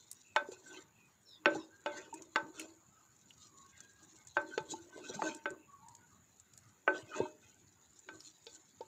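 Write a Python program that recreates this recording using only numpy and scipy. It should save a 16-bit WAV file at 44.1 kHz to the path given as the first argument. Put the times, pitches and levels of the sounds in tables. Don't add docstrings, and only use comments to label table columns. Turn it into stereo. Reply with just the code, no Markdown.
import sys
import numpy as np
from scipy import signal
from scipy.fft import rfft, irfft, next_fast_len
from scipy.io import wavfile
from scipy.ndimage import uniform_filter1d, map_coordinates

SR = 44100
rng = np.random.default_rng(int(sys.argv[2]) if len(sys.argv) > 2 else 0)


def generate_wav(sig):
    pcm = np.round(np.clip(np.atleast_2d(sig).T, -1, 1) * 32767).astype(np.int16)
    wavfile.write(sys.argv[1], SR, pcm)


N = 391166
T = np.arange(int(.6 * SR)) / SR

# (time [s], level [dB], bass weight [dB], hardness [dB], favoured range [Hz],
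# range left nearly still [Hz], ring length [x free ring], crack [dB])
KNOCKS = [(0.362, -32.5, -4.5, 1.5, 1086, 320, .78, 4.5), (1.4577, -28, 3.5, -4, 2000, 950, .73, 5),
          (1.861, -42, 2.5, 1.5, 600, 6500, .95, 5), (2.359, -34.5, -3, 2.5, 1300, 600, .7, 5),
          (4.368, -34, -3.5, -8, 1460, 2700, .7, 2.5), (4.578, -45, -2, 7, 910, 560, .83, 10),
          (5.22, -41.5, 0, -9, 843, 2700, .96, 19), (5.4568, -40.5, 2, -7.5, 1460, 900, .74, 2),
          (6.8773, -29, 1, -23, 1365, 950, .72, 7), (8.088, -53.5, -4, 0.5, 1660, 700, .9, 3),
          (8.468, -62, -14, 16, 3300, 1400, 1, 2), (8.809, -68.5, -4.5, 13, 625, 1800, .5, 2.5)]
REGISTERS = [200, 520, 750, 1100, 2000, 3400, 5300, 15000]
# (frequency [Hz], level [dB], t60 [s])
CLAY = [(381, -2.5, 0.13), (564, -3, 0.33), (586, -1, 0.37), (876, 4, 0.14), (1235, -27.5, 0.087),
        (1273, -10, .16), (1322, -4, 0.14), (1529.7, 0, 0.24), (1568, -13, .22), (1871, -15, 0.049),
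        (2160, -14, .09), (2500, -6.5, 0.14), (2830, -17, 0.017), (3340, -29, 0.16), (3538, -7.5, 0.13),
        (3810, -13.5, 0.12), (4410, -10, .06), (4447, -35, .05), (5470, -11, .05), (6700, -18, .04)]
# (frequency [Hz], level [dB], t60 [s])
SINGING = [(605, -5, .35), (907, -4, 0.61), (1582, -0.5, 0.18), (2570, -7.5, 0.32), (3380, -13, 0.2),
           (4080, -15.5, 0.12)]
# (frequency [Hz], level [dB], t60 [s])
HOLLOW = [(169.2, -28, .15), (322, -1.5, 0.39), (366, 0, 0.26), (412, -4, 0.073), (490, -8.5, 0.1),
          (615, 7.5, 0.045), (885, -4, 0.19)]


def amp(db):
    return 10 ** (np.asarray(db) / 20)


def unit(x):
    return x / np.sqrt(np.mean(x ** 2) + 1e-20)


def along(points, hz):
    freqs, values = np.transpose(points)
    return np.interp(np.log(hz + 1), np.log(freqs + 1), values)


def add(track, s, sound):
    start = round(s * SR)
    sound = sound[max(0, -start):]
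    room = track[max(0, start):][:len(sound)]
    room += sound[:len(room)]


def fade(t60):
    return amp(-60 * T / max(t60, 1e-4))


def wobble(rate, size=N):
    knots = rng.standard_normal(int(size * rate / SR) + 4)
    return map_coordinates(knots, [np.arange(size) * rate / SR])


def filtered(x, response):
    n = x.shape[-1]
    padded = next_fast_len(n + SR // 4)
    return irfft(rfft(x, padded) * response(np.fft.rfftfreq(padded, 1 / SR)), padded)[..., :n]


def coloured(x, points, size=4096):
    cepstrum = irfft(np.log(amp(along(points, np.fft.rfftfreq(size, 1 / SR)))))
    cepstrum[1:size // 2] *= 2
    cepstrum[size // 2 + 1:] = 0
    return signal.fftconvolve(x, irfft(np.exp(rfft(cepstrum))))[:len(x)]


def ring(modes, length=1, scatter_db=2, detune=.003):
    luck = rng.standard_normal((len(modes), 3))
    return sum(np.sign(polarity) * amp(db + scatter_db * strength) * fade(t60 * length)
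               * np.sin(2 * np.pi * hz * (1 + detune * tuning) * T)
               for (hz, db, t60), (strength, tuning, polarity) in zip(modes, luck))


def through(x, modes, length=1):
    answer = ring(modes, length)
    return signal.fftconvolve(x, answer / np.linalg.norm(answer))[:N]


def grains(rate, spread_db):
    clicks = (rng.random(N) < rate / SR) * rng.choice([-1, 1], N)
    return unit(clicks * amp(spread_db * np.clip(rng.standard_normal(N), -2, 2)))


def shifting(x, depth_db, size=1024, frames=5):
    spectra = signal.stft(x, nperseg=size, noverlap=size * 3 // 4)[2]
    field = rng.standard_normal(spectra.shape[-2:])
    for _ in range(2):
        field = uniform_filter1d(uniform_filter1d(field, size=4, axis=0), size=frames, axis=1)
    gain = amp(depth_db * np.clip(unit(field), -2, 2))
    return signal.istft(spectra * gain, nperseg=size, noverlap=size * 3 // 4)[1][..., :N]


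def echo(x):
    # (frequency [Hz], t60 [s])
    decay = [(150, 0.4), (350, 0.58), (1500, 0.32), (4000, 0.09), (10000, 0.04)]
    hz, t, spectra = signal.stft(rng.standard_normal((2, len(T))), SR, nperseg=256)
    tail = signal.istft(spectra * amp(-60 * t / along(decay, hz)[:, None]), SR, nperseg=256)[1]
    predelayed = np.pad(x, (SR // 200, 0))
    return signal.fftconvolve(predelayed[None], tail / np.linalg.norm(tail[0]), axes=1)[:, :N]


def yard():
    # (frequency [Hz], spectral density [dB])
    air_tone = [(15, -79), (25, -32), (91, 5), (198, 1.5), (421, -6), (523, -11), (871, -7), (1490, -10),
                (2170, -12), (2630, -15), (2920, -16), (6050, -27), (6920, -16.5), (7700, -26.5),
                (15500, -20)]
    # (frequency [Hz], left-right correlation [0..1])
    likeness = [(60, .94), (600, 0.28), (1400, 0.42), (3100, 0.23), (6800, 0.25), (15000, 0.23)]
    hiss_tone = [(5200, -48.5), (6300, -12.5), (6900, 4.0), (7400, -6.5), (8300, -31.5), (10000, -46.5)]

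    def mid_side(hz):
        width = np.arccos(np.clip(along(likeness, hz), -1, 1)) / 2
        return amp(along(air_tone, hz)) * [np.cos(width), np.sin(width)]
    mid, side = filtered(rng.standard_normal((2, N)), mid_side)
    stereo = np.array([mid + side, mid - side])
    air = amp(-70 + 0.31 * wobble(1)) * unit(shifting(stereo, depth_db=3.5, frames=9))
    fizz = grains(rate=890, spread_db=4.0) + 0.27 * rng.standard_normal((2, N))
    hiss = filtered(fizz, lambda hz: amp(along(hiss_tone, hz)))
    return air + amp(-74.0 + 2.2 * wobble(0.98)) * unit(hiss)


def pressure_db(s):
    # (time [s], seeping level [dB])
    pressure = [(0, -67), (.5, -73), (1.1, -77.5), (2, -73), (2.95, -78.5), (3.3, -68.5), (5.3, -70.5),
                (5.6, -82), (6.85, -74.5), (7.5, -72), (8.85, -71)]
    return np.interp(s, *np.transpose(pressure))


def push(rise, t60, swell_db=23.5):
    return np.concatenate([amp(-swell_db * (T[::-1] / rise) ** 2), fade(t60)])


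def stir_envelopes():
    # (peak time [s], rise [s], slosh [dB], scrape [dB], squelch [dB])
    pushes = [(0.521, .012, -58, -54.5, -55), (0.78, .17, -58, -49, -58), (1.565, 0.12, -47, -45.5, -62.5),
              (2.002, .15, -50, -41.5, -57.5), (2.195, 0.11, -54, -60, -79), (2.47, .06, -53, -70, -80.5),
              (2.605, 0.063, -51, -43.5, -48), (2.66, 0.0475, -55.5, -78, -65.5),
              (3.462, 0.083, -81, -78, -59.5), (3.81, 0.13, -98.5, -55.5, -84), (4.15, 0.16, -69, -73, -67),
              (4.541, 0.1, -66, -51, -57), (4.727, 0.065, -53, -52, -49), (4.99, 0.13, -53, -57, -63.5),
              (5.15, .16, -48, -43.5, -53.5), (5.297, 0.12, -40.5, -38, -45.5),
              (5.52, 0.045, -54.5, -78, -86), (6.991, 0.1, -51.5, -47.5, -60),
              (7.191, 0.094, -39.5, -34.5, -52.5), (7.521, 0.14, -80.5, -61.5, -65),
              (8.12, 0.04, -53, -70, -67.5), (8.29, 0.15, -102, -80.5, -61), (8.56, 0.092, -83, -75, -60)]
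    slosh_lag_s, slosh_stretch, slosh_t60 = 0.0093, 1.4, 0.28
    sway_db, sway_delay_s = -17.5, 0.077
    rest = amp(pressure_db(np.arange(N) / SR))
    slosh, scrape, squelch = amp(-10.5) * rest, amp(-9) * rest, amp(0.5) * rest
    for s, rise, slosh_db, scrape_db, squelch_db in pushes:
        start = s - T[-1]
        add(slosh, start + slosh_lag_s, amp(slosh_db) * push(rise * slosh_stretch, slosh_t60))
        add(scrape, start, amp(scrape_db) * push(rise, t60=0.21))
        add(squelch, start, amp(squelch_db) * push(rise, t60=0.2))
    for s, db, *_ in KNOCKS:
        add(slosh, s + sway_delay_s - T[-1], amp(db + sway_db) * push(sway_delay_s / 2, slosh_t60))
    return slosh, scrape, squelch


def stirring():
    # (frequency [Hz], gain [dB])
    splash_tone = [(50, -33.5), (110, -12.5), (200, -9.5), (310, 5), (450, 2.5), (600, -4), (750, -16),
                   (1000, -7), (1500, -23.5), (3000, -60)]
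    # (frequency [Hz], gain [dB])
    rasp_tone = [(500, -37.5), (1100, -6.5), (1600, 3), (2600, 1), (3400, -3.5), (4500, -15), (8000, -59.5)]
    # (frequency [Hz], gain [dB])
    squelch_tone = [(1500, -33), (3000, -11), (4000, 3.5), (5000, -6.5), (7000, 7.5), (8500, -12.5),
                    (10000, -29.5), (15000, -27.5)]
    slosh, scrape, squelch = stir_envelopes()
    lapping = unit(coloured(grains(rate=540, spread_db=3.5), splash_tone))
    hollow = unit(through(lapping, HOLLOW, length=0.59))
    broth = slosh * unit(shifting(lapping + hollow, depth_db=6.0))
    slips = grains(rate=1200, spread_db=5.0)
    rubbed = slips + .85 * through(slips, CLAY, length=.35)
    clay = scrape * unit(shifting(coloured(rubbed, rasp_tone), depth_db=9.5))
    firm = scrape / (scrape + amp(-45))
    singing = through(firm * scrape * slips, SINGING)
    clumps = grains(rate=1300, spread_db=-0.5) * amp(3.54 * wobble(50))
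    tearing = unit(coloured(clumps, squelch_tone))
    pocketed = unit(shifting(tearing, depth_db=9.0, frames=7))
    meat = squelch * unit(0.55 * tearing + pocketed)
    return amp(-2) * broth + amp(-6) * clay + amp(-10) * singing + amp(-1) * meat


def smack(db, hz, spray_db):
    t60 = .018
    burst = (fade(t60) + 0.027 * fade(3 * t60)) * (1 - fade(0.002))
    snap, spray = rng.standard_normal((2, len(T))) * burst
    body = coloured(snap, [(300, -45), (hz / 2, -22), (hz * 0.89, -12), (hz, 0),
                           (hz * 1.2, -10), (hz * 1.3, -25), (hz * 2, -32)])
    cavities = ring([(hz, 0, .03), (hz * 0.9, -8, .035), (hz * 0.24, -14, .045), (hz * 0.13, -18, .045)],
                    scatter_db=3, detune=.04)
    spray = coloured(spray, [(2000, -55.5), (5000, -9.5), (8000, -2), (15000, -19.5)])
    wet = body / np.abs(body).max() + 0.31 * cavities * (1 - fade(0.0065))
    return amp(db) * (amp(-7.5) * wet + amp(spray_db - 2) * spray / np.abs(spray).max())


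def meat_smacks():
    # (time [s], level [dB], pitch [Hz], spray [dB])
    smacks = [(0.1137, -32.5, 7870, 1), (0.5184, -39, 4020, -18), (0.7433, -38.5, 2540, -40),
              (1.548, -35, 6610, -34.5), (2.141, -29.5, 7290, -13), (2.2212, -33, 6670, -35),
              (2.596, -25.5, 2697, -8), (3.3063, -40, 2930, -28), (3.8045, -33.5, 6530, -35),
              (4.1313, -49, 6800, -35), (4.2713, -32, 7060, -32), (5.1511, -30.5, 6260, -36.5),
              (5.347, -32, 7480, -23), (5.5042, -35.5, 7100, -27.5), (5.8846, -38.5, 7130, -35),
              (5.9505, -36.5, 6780, -31.5), (6.398, -40, 6850, -33), (6.5359, -41.5, 6730, -39.5),
              (6.576, -38.5, 7110, -6.5), (7.990, -38.5, 6980, -36), (8.2044, -34.5, 5260, -22)]
    step_db = -11.5
    gaps_s = 0.0083 * rng.uniform(0.56, 2.4, (len(smacks), 2))
    out = np.zeros(N)
    for (s, db, hz, spray_db), gaps in zip(smacks, gaps_s):
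        for step, delay in enumerate([0, *np.cumsum(gaps)]):
            add(out, s + delay, smack(db + step_db * step, hz, spray_db))
    return out


def random_smacks():
    pops_per_s, centre_hz, spread_db = 15, 6840, 3.5
    out = np.zeros(N)
    for when, size, pitch in rng.uniform(-1, 1, (int(pops_per_s * N / SR), 3)):
        s = (when + 1) / 2 * N / SR
        db = pressure_db(s) + 20 + spread_db * size
        add(out, s, smack(db, centre_hz * (1 + .08 * pitch), spray_db=-23))
    return out


def birds():
    # (time [s], length [s], start pitch [Hz], end pitch [Hz], level [dB])
    near_calls = [(0.235, .11, 2700, 2490, -69), (0.913, 0.15, 2674, 2400, -72),
                  (1.252, .11, 5400, 4744, -62), (1.265, 0.11, 4060, 3380, -61.5),
                  (1.561, .08, 3960, 3660, -65), (1.57, .08, 5490, 4900, -62),
                  (1.691, 0.075, 1507, 1670, -66), (2.899, 0.093, 1297, 1270, -73.5),
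                  (3.363, 0.12, 1270, 1158, -74.5), (3.497, .14, 1098, 1089, -67.5),
                  (3.677, 0.4, 1597, 1683, -75), (4.169, 0.058, 2165, 2160, -71),
                  (5.56, 0.098, 2650, 2600, -73.5), (5.673, 0.093, 1107, 1135, -63),
                  (5.79, 0.12, 874, 1013, -61.5), (5.986, 0.052, 1472, 1420, -71)]
    far_per_s, far_s, far_db, far_hz, spread_octaves, fall_ratio = 1.5, 0.056, -75.5, 1390, .25, 0.46
    far_calls = []
    for when, height in rng.random((int(far_per_s * N / SR), 2)):
        hz = far_hz * 2 ** (spread_octaves * (2 * height - 1))
        far_calls.append((when * N / SR, far_s, hz, hz * fall_ratio, far_db))
    out = np.zeros(N)
    for s, length, start_hz, end_hz, db in near_calls + far_calls:
        progress = np.linspace(0, 1, int(length * SR))
        glide = start_hz + (end_hz - start_hz) * progress ** 1.6
        pitch = glide * (1 + .027 * wobble(500, len(progress)))
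        swell = np.sqrt(np.abs(np.sin(np.pi * progress))) * amp(3.1 * wobble(130, len(progress)))
        add(out, s, amp(db + 4) * swell * np.sin(2 * np.pi * np.cumsum(pitch) / SR))
    return .5 * out + .85 * echo(out)


def register_levels(x, size=8192):
    attack = np.pad(x, (SR // 300, 0))[:SR // 20]
    spectrum = rfft(attack * signal.windows.tukey(len(attack), .12), size)
    power = np.abs(spectrum) ** 2 * 2 / size / len(attack)
    band_power = np.histogram(np.fft.rfftfreq(size, 1 / SR), REGISTERS, weights=power)[0]
    return 10 * np.log10(band_power + 1e-20)


def knocks_and_clicks():
    # (frequency [Hz], level [dB], t60 [s])
    spoon_modes = [(302, -7.5, 0.01), (595, 2, 0.0087), (1170, 2, 0.0067), (1480, -9.5, 0.029),
                   (1850, -9.5, 0.029), (2290, -2.5, 0.036), (2920, -3, 0.025), (4540, -12, 0.033)]
    # (frequency [Hz], register level [dB])
    knock_tone = [(320, -8.5), (620, -4.5), (900, -4), (1500, -2.5), (2600, -8), (4200, -15), (9000, -22)]
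    # (frequency [Hz], share of the weight [dB/dB])
    weight = [(320, 0.79), (620, 0.41), (1100, 0.11)]
    # (frequency [Hz], share of the hardness [dB/dB])
    hardness = [(1500, 0.059), (2600, 0.28), (4200, 1.09), (9000, 1.2)]
    crack_tone = [(30, -42), (100, -25), (350, 0), (2800, 3.0), (4700, -9.0), (5400, -16.5),
                  (7000, -5.5), (9000, -35.0), (15000, -45.5)]
    rattle_tone = [(30, -43.5), (110, -19), (240, -2.5), (450, 4.0), (750, -3.5), (2200, -11),
                   (3300, -18.5), (6000, -31), (12000, -52)]
    spot_boost_db, node_cut_db, spot_octaves = 4.5, 6, 0.53
    centres = np.sqrt(np.multiply(REGISTERS[1:], REGISTERS[:-1]))
    bell = lambda hz: np.exp(-(np.log2(centres / hz) / spot_octaves) ** 2)
    out = np.zeros(N)
    for s, db, weight_db, hard_db, spot_hz, node_hz, length, crack_db in KNOCKS:
        spot = spot_boost_db * bell(spot_hz) - node_cut_db * bell(node_hz)
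        tilt = weight_db * along(weight, centres) + hard_db * along(hardness, centres)
        levels = db + along(knock_tone, centres) + tilt + spot
        crack, rattle = rng.standard_normal((2, len(T)))
        crack = coloured(crack * fade(0.024), crack_tone)
        rattle = coloured(rattle * fade(0.19), rattle_tone)
        pot = ring(CLAY, length) + amp(-4) * ring(HOLLOW) + amp(-15.5) * ring(SINGING, length)
        spoon = ring(spoon_modes, detune=0.053)
        hit = pot + amp(crack_db + 7.5) * crack + amp(crack_db - 0.5) * spoon + amp(9.5) * rattle
        for _ in range(3):
            hit = coloured(hit, np.column_stack([centres, levels - register_levels(hit)]))
        hit = coloured(hit, [(30, -34), (70, -19.5), (160, -10.5), (270, -.5)])
        add(out, s, hit)
        add(out, s - .009, amp(-16) * hit * (1 - fade(0.12)) * fade(0.071))
    return out


def plops_and_hollow_notes():
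    # (time [s], level [dB], pitch [Hz], t60 [s])
    notes = [(0.487, -26, 387, 0.029), (.518, -31.5, 476, 0.028), (1.552, -27.5, 824, 0.055),
             (1.556, -23, 405, 0.03), (2.127, -33.5, 910, 0.078), (2.139, -41, 330, 0.41),
             (2.598, -39.5, 327, 0.41), (4.577, -13.5, 439, 0.024), (4.7365, -28.5, 861, 0.048),
             (4.742, -39, 337.4, 0.43), (5.1, -40.5, 228, 0.049), (5.164, -36, 203, 0.11),
             (5.192, -26, 853, 0.063), (5.255, -29, 614, 0.082), (7.2025, -4, 408, 0.015),
             (7.207, -27, 907, 0.055), (7.254, -29, 910, 0.046), (8.466, -42.5, 457, 0.084),
             (8.807, -24, 483, 0.024), (8.811, -34.5, 888, 0.059)]
    out = np.zeros(N)
    for s, db, hz, t60 in notes:
        pitch = hz * (1.04 - .08 * fade(t60))
        envelope = amp(db - 3) * fade(t60) * (1 - fade(0.016))
        add(out, s, envelope * np.sin(2 * np.pi * np.cumsum(pitch) / SR))
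    return coloured(out, [(30, -15.5), (220, 0)]) + amp(-26.5) * through(out, HOLLOW)


def bumps():
    # (time [s], level [dB], pitch [Hz])
    thuds = [(1.462, -41, 166.3), (4.37, -47, 115), (1.557, -38.5, 136.6), (4.601, -40, 151),
             (5.152, -38, 151), (5.225, -39, 181), (6.658, -47, 107), (7.025, -41.5, 117),
             (7.205, -31, 122), (7.442, -47.5, 98)]
    envelope = fade(0.05) * (1 - fade(0.15))
    out = np.zeros(N)
    for s, db, hz in thuds:
        add(out, s, amp(db + 6.5) * envelope * np.sin(2 * np.pi * hz * T))
    return coloured(out, [(40, -44.0), (85, 3.5)])


def scene():
    pot = knocks_and_clicks() + stirring() + plops_and_hollow_notes()
    pot += meat_smacks() + random_smacks() + bumps()
    return pot + amp(-26) * echo(pot) + birds() + yard()


def record(dry):
    # (frequency [Hz], left over right [dB])
    balance = [(60, 3), (380, 3.5), (700, 4), (1290, 6.5), (2400, 3.5), (4400, 5), (6000, 3.5),
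               (7200, -5.5), (9000, -13.5), (12000, -1)]
    top_hz = 15600

    def ports(hz):
        ratio = amp(along(balance, hz))
        return np.array([ratio, np.ones_like(ratio)]) * 2 / (1 + ratio) * (hz < top_hz)
    return filtered(dry, ports)


dry = scene()
out = record(dry)
generate_wav(out)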